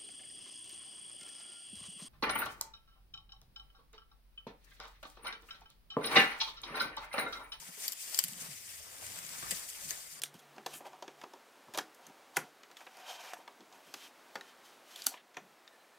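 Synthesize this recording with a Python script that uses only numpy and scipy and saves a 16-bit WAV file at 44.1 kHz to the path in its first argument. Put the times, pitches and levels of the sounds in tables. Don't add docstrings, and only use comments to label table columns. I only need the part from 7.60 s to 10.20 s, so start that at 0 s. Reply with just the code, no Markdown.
import sys
import numpy as np
from scipy import signal
from scipy.fft import rfft, irfft, next_fast_len
from scipy.io import wavfile
from scipy.ndimage import uniform_filter1d, map_coordinates

SR = 44100
rng = np.random.default_rng(int(sys.argv[2]) if len(sys.argv) > 2 else 0)


def to_wav(s):
    ch = np.atleast_2d(s).T
    pcm = np.round(np.clip(ch, -1, 1) * 32767)
    wavfile.write(sys.argv[1], SR, pcm.astype(np.int16))


N = 114660

CRACKLES_PER_S, CRACKLE_HZ, CRACKLE_SPREAD, CRACKLE_TAIL_DB, CRACKLE_DB = 1200, 7480, 0.342, 2.5, -7.5
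STALK_HZ, STALK_DB = 1515, -5.5
SWISH_FROM_HZ, SWISH_CRACKLE_DB = 1830, -6
RISE_S, SNAP_T60, TAIL_T60, TAIL_DB = 0.0016, 0.0055, 0.04, -24.5
OWN_WIDTH, OWN_DB = 0.088, 6.5
LOW_HZ, LOW_DB = 1330, -24
BREAK_DB = 10
TREBLE_HZ = 10000
KNOCK_T60, KNOCK_WIDTH, KNOCK_BODY_HZ = 0.086, 0.13, 660
THUD_RISE_S, THUD_T60 = 0.0057, 0.078
DRONE_KNOTS_PER_S, DRONE_BED_DB = 45, 1
LAG_S, LAG_FROM_HZ, LAG_TO_HZ = 0.00047, 70, 7620
TOP_HZ = 16900


def amp(db):
    return 10 ** (np.asarray(db) / 20)


def unit(x):
    return x / np.sqrt(np.mean(x ** 2) + 1e-20)


def along(points, hz):
    f, v = np.transpose(points)
    return np.interp(np.log(hz + 1), np.log(f + 1), v)


def curves(rows):
    s, *cols = np.transpose(rows)
    return [np.interp(np.arange(N) / SR, s, c) for c in cols]


def wobble(rate):
    knots = rng.standard_normal(int(N * rate / SR) + 4)
    return map_coordinates(knots, [np.arange(N) * rate / SR])


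def filtered(x, response):
    n = x.shape[-1]
    m = next_fast_len(2 * n)
    return irfft(rfft(x, m) * response(np.fft.rfftfreq(m, 1 / SR)), m)[..., :n]


def peak(f, hz, width):
    return 1j * f * width / (hz * hz - f * f + 1j * f * width)


def rush(spectrum, patchy_db):
    z = signal.stft(rng.standard_normal((2, N)), nperseg=256)[2]
    field = uniform_filter1d(rng.standard_normal(z.shape[1:]), size=5, axis=0)
    field = uniform_filter1d(field, size=8, axis=1)
    pair = signal.istft(z * amp(patchy_db * unit(field)), nperseg=256)[1][:, :N]
    return unit(filtered(pair, lambda hz: amp(along(spectrum, hz))))


def crackles(centre_hz):
    g = rng.random((round(CRACKLES_PER_S * N / SR), 3))
    t = np.arange(320) / SR
    size = amp(-CRACKLE_TAIL_DB * np.log(1 - 0.99 * g[:, 1:2]))
    at = (g[:, :1] * N).astype(int) + np.arange(len(t))
    out = []
    for _ in range(2):
        spread = np.exp(CRACKLE_SPREAD * rng.standard_normal((len(g), 1)))
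        hz = np.clip(centre_hz * spread, 500, 14500)
        grain = size * np.sin(2 * np.pi * hz * t) * np.exp(-t * hz / 4.2)
        out.append(np.bincount(at.ravel(), grain.ravel(), N + len(t))[:N])
    return unit(np.array(out))


def rustle():
    # (time [s], leaf level [dB], lower scrape level [dB])
    brushing = [(0,-50,-61), (.16,-53.5,-65), (.26,-48,-60), (.43,-50,-64.5), (.54,-45.5,-58.5),
                (.65,-47,-63), (.8,-48.5,-54.5), (.98,-48,-64), (1.09,-48,-64), (1.3,-52.5,-60.5),
                (1.45,-47.5,-57.5), (1.61,-48.5,-55.5), (1.82,-47.5,-55.5), (1.99,-46,-52.5),
                (2.05,-48,-60.5), (2.3,-48,-58), (2.6,-51.5,-59.5)]
    # (frequency [Hz], relative level per Hz [dB])
    leaf_colour = [(880,-18), (1500,-9.5), (1980,-2.5), (3470,-5), (4180,-9.5), (4520,-2), (5900,-3.5),
                   (8660,-0.5), (10800,-5.5), (11900,-7), (15300,-6.5), (15800,-42), (16000,-70)]
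    # (frequency [Hz], relative level per Hz [dB])
    scrape_colour = [(120, -38), (200, -5), (352, -5.5), (574, 2), (1170, 3.5), (3000, -5.5), (3900, -3),
                     (6600, -120)]
    # (time [s], level [dB], half length [s])
    swishes = [(0.239, -44, 0.056), (0.423, -44, 0.026), (0.577, -45, 0.085), (0.819, -44.5, 0.026),
               (1.934, -42.5, 0.059), (2.095, -42, 0.013), (2.286, -43.5, 0.061), (2.529, -50, 0.016)]
    leaf_db, low_db = curves(brushing)
    t = np.arange(N) / SR
    flutter = 1.16 * wobble(11.95) + 1.03 * wobble(45.3)
    grains = filtered(crackles(CRACKLE_HZ), lambda hz: hz < leaf_colour[-1][0])
    steady = rush(leaf_colour, patchy_db=2.0) + amp(CRACKLE_DB) * grains
    leaves = amp(leaf_db + flutter) * steady

    sweep = sum(amp(db) * np.exp(-((t - s) / half) ** 2) for s, db, half in swishes)
    brushed = rush(leaf_colour, patchy_db=3.0) + amp(SWISH_CRACKLE_DB) * grains[:, ::-1]
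    thinned = filtered(brushed, lambda hz: hz ** 2 / (hz ** 2 + SWISH_FROM_HZ ** 2))
    leaves = leaves + sweep * amp(flutter) * thinned

    scrape = rush(scrape_colour, patchy_db=2.5) + amp(STALK_DB) * crackles(STALK_HZ)
    return leaves + amp(low_db + flutter + 1.67 * wobble(25.08)) * scrape


def snaps():
    # (time [s], level [dB], own tone [Hz], treble [dB], first channel over second before the ports [dB])
    breaks = [(0.2802,-18,4800,4.5,1), (0.287,-27,11800,-11,13), (0.3208,-24,12100,-9,13),
              (0.3249,-26.5,4760,-2.5,6), (0.3304,-31,7950,0,6), (0.3332,-32,7300,4,11),
              (0.5452,-22,4760,0,4), (0.576,-24,4860,3,6), (0.5887,-11,7667,-1,2),
              (0.5904,-13.5,4930,-1,14), (.597,-28,7960,5,-5), (.632,-38,12600,9,2),
              (0.6388,-18,9700,2.5,-3.5), (.6455,-29,11600,-4,-7.5), (0.6827,-28.5,11400,4,5),
              (0.7333,-33,7750,-10,2), (1.4654,-31,8100,-10,5), (1.559,-35,8700,-4,3), (1.588,-30,8800,1,6),
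              (1.6486,-35,6700,-8,4), (1.6645,-35,6900,-8,6), (1.691,-36.5,4530,-6,-1),
              (1.906,-27.5,7950,-9,3), (1.9094,-19.5,8550,-12,5), (1.9145,-21,7620,0,0.5),
              (1.9237,-34,9000,-10,3), (1.9942,-31.5,9100,-3,0), (2.028,-39,11020,5,2),
              (2.289,-32,7400,-11,4), (2.307,-22,6280,-1.5,1), (2.3265,-37,8600,-4,3)]
    # (frequency [Hz], width [Hz], level [dB])
    twig = [(1840, 790, -10.5), (3040, 304, -0.5), (4790, 660, -1), (7300, 880, 3), (11750, 1140, 0.5),
            (15000, 650, -2)]
    out, t = np.zeros((2, N + SR)), np.arange(SR // 10) / SR
    decay = amp(-60 * t / SNAP_T60) + amp(TAIL_DB - 60 * t / TAIL_T60)
    shape = (1 - np.exp(-(t / RISE_S) ** 2)) * decay
    for s, db, hz, treble_db, side_db in breaks:
        def colour(f):
            own = amp(OWN_DB) * peak(f, hz, OWN_WIDTH * hz)
            dull = amp(LOW_DB) * peak(f, LOW_HZ, 1400)
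            ringing = sum((-1) ** k * amp(level + treble_db * (c > TREBLE_HZ)) * peak(f, c, w)
                          for k, (c, w, level) in enumerate(twig))
            return (own + dull + ringing) * peak(f, 3400, 14300)

        push = shape * rng.standard_normal((2, len(t)))
        push[:, round(RISE_S * SR)] += amp(BREAK_DB) * shape.max()
        burst = filtered(push, colour)
        burst = burst / np.abs(burst).max(1).mean()
        start = round((s - RISE_S / 2) * SR)
        out[:, start:][:, :len(t)] += amp(db) * burst * amp([[0], [-side_db]])
    return out[:, :N]


def knocks():
    # (time [s], level [dB], strongest frequency [Hz])
    bodies = [(0.019, -46, 920), (.083, -48.5, 1410), (.173, -49, 402), (.588, -30.5, 2900),
              (.59, -39.5, 1110), (1.2, -51.5, 600), (1.422, -45.5, 590), (1.466, -46, 1900),
              (1.499, -51, 522), (1.823, -35, 1189), (1.909, -32, 1960), (1.917, -40, 660),
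              (2.306, -37.5, 1692), (2.329, -43, 1766)]
    out, t = np.zeros((2, N + SR)), np.arange(SR // 8) / SR
    shape = (1 - np.exp(-t / 0.003)) * amp(-60 * t / KNOCK_T60)
    for s, db, hz in bodies:
        push = shape * rng.standard_normal((2, len(t)))
        burst = filtered(push, lambda f: peak(f, hz, KNOCK_WIDTH * hz) + 0.27 * peak(f, KNOCK_BODY_HZ, 750))
        out[:, round(s * SR):][:, :len(t)] += amp(db) * burst / np.abs(burst).max(1).mean()
    return out[:, :N]


def thuds():
    # (time [s], level [dB], pitch [Hz])
    hits = [(0.087, -46, 174), (0.642, -41.5, 171), (0.688, -47, 161), (0.717, -45.5, 195),
            (0.765, -46.5, 179), (0.815, -46.5, 164), (0.881, -42.5, 148), (1.83, -50, 148.8),
            (1.919, -39.5, 179.5), (2.245, -47, 174.8)]
    out, t = np.zeros(N + SR), np.arange(SR // 3) / SR
    for s, db, hz in hits:
        phase = 2 * np.pi * rng.random()
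        ring = np.sin(2 * np.pi * hz * t) + 0.36 * np.sin(2 * np.pi * 1.4 * hz * t + phase)
        envelope = amp(db - 60 * t / THUD_T60) * (1 - np.exp(-t / THUD_RISE_S))
        out[round(s * SR):][:len(t)] += envelope * ring
    return out[:N]


def drag():
    # (time [s], level [dB], pitch [Hz])
    pull = [(0, -74, 168.6), (.3, -88, 160.2), (.6, -104, 170.7), (.66, -69, 175), (.86, -69.5, 154.9),
            (.97, -72, 109.9), (1.2, -80, 99.9), (1.38, -72, 95.1), (1.54, -63.5, 98.7), (1.58, -69.5, 165),
            (1.8, -65, 164.5), (2, -70.5, 150), (2.15, -95, 150), (2.27, -63.5, 170), (2.4, -83, 148.9),
            (2.6, -70.5, 165.3)]
    # (frequency [Hz], relative level per Hz [dB])
    bed_colour = [(60, -32), (100, 0), (170, 0.5), (250, -2.5), (400, -9.5), (600, -35)]
    level_db, hz = curves(pull)
    turn = 2 * np.pi * np.cumsum(hz) / SR
    in_phase = (0.45 + wobble(DRONE_KNOTS_PER_S)) * np.sin(turn)
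    drone = unit(in_phase + wobble(DRONE_KNOTS_PER_S) * np.cos(turn))
    return amp(level_db) * (drone + amp(DRONE_BED_DB) * rush(bed_colour, patchy_db=3.0))


def wind():
    # (time [s], level [dB])
    air = [(0,-91), (.19,-96), (.53,-91), (.57,-75), (.88,-76), (1.06,-89), (1.21,-61), (1.29,-75),
           (1.8,-75), (1.86,-55.5), (2.08,-80), (2.13,-67), (2.3,-69.5), (2.6,-79)]
    # (frequency [Hz], relative level per Hz [dB])
    wind_colour = [(18, -21), (35, 4), (60, 5), (90, 9), (140, -46)]
    return amp(curves(air)[0]) * rush(wind_colour, patchy_db=1.5)


def ports(pair):
    # (frequency [Hz], left-right likeness [-1 to 1])
    likeness = [(25, -0.79), (60, 0.23), (170, 0.46), (450, 0.18), (800, 0.63), (1800, 0.45),
                (3500, 0.0092), (5500, 0.076), (7200, -0.55), (7800, 1), (15000, 0.78)]
    # (frequency [Hz], left over right [dB])
    balance = [(25, 0), (120, 1.5), (600, 3.5), (1300, 1.5), (2400, 3.5), (4200, 2), (5500, 6.5),
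               (7300, 9.5), (8200, .5), (15000, -0.5)]

    def alike(hz):
        return np.clip(along(likeness, hz), -1, 1)

    def late(hz):
        return np.exp(-2j * np.pi * np.maximum(hz - LAG_FROM_HZ, 0) * LAG_S * (hz < LAG_TO_HZ))

    right = filtered(pair, lambda hz: [alike(hz) * late(hz), np.sqrt(1 - alike(hz) ** 2)]).sum(0)
    both = np.array([pair[0], right])
    return filtered(both, lambda hz: amp(np.outer([0.5, -0.5], along(balance, hz))))


def scene():
    return ports(rustle() + snaps() + knocks() + thuds() + drag() + wind())


def record(dry):
    return filtered(dry, lambda hz: hz < TOP_HZ)


dry = scene()
out = record(dry)
to_wav(out)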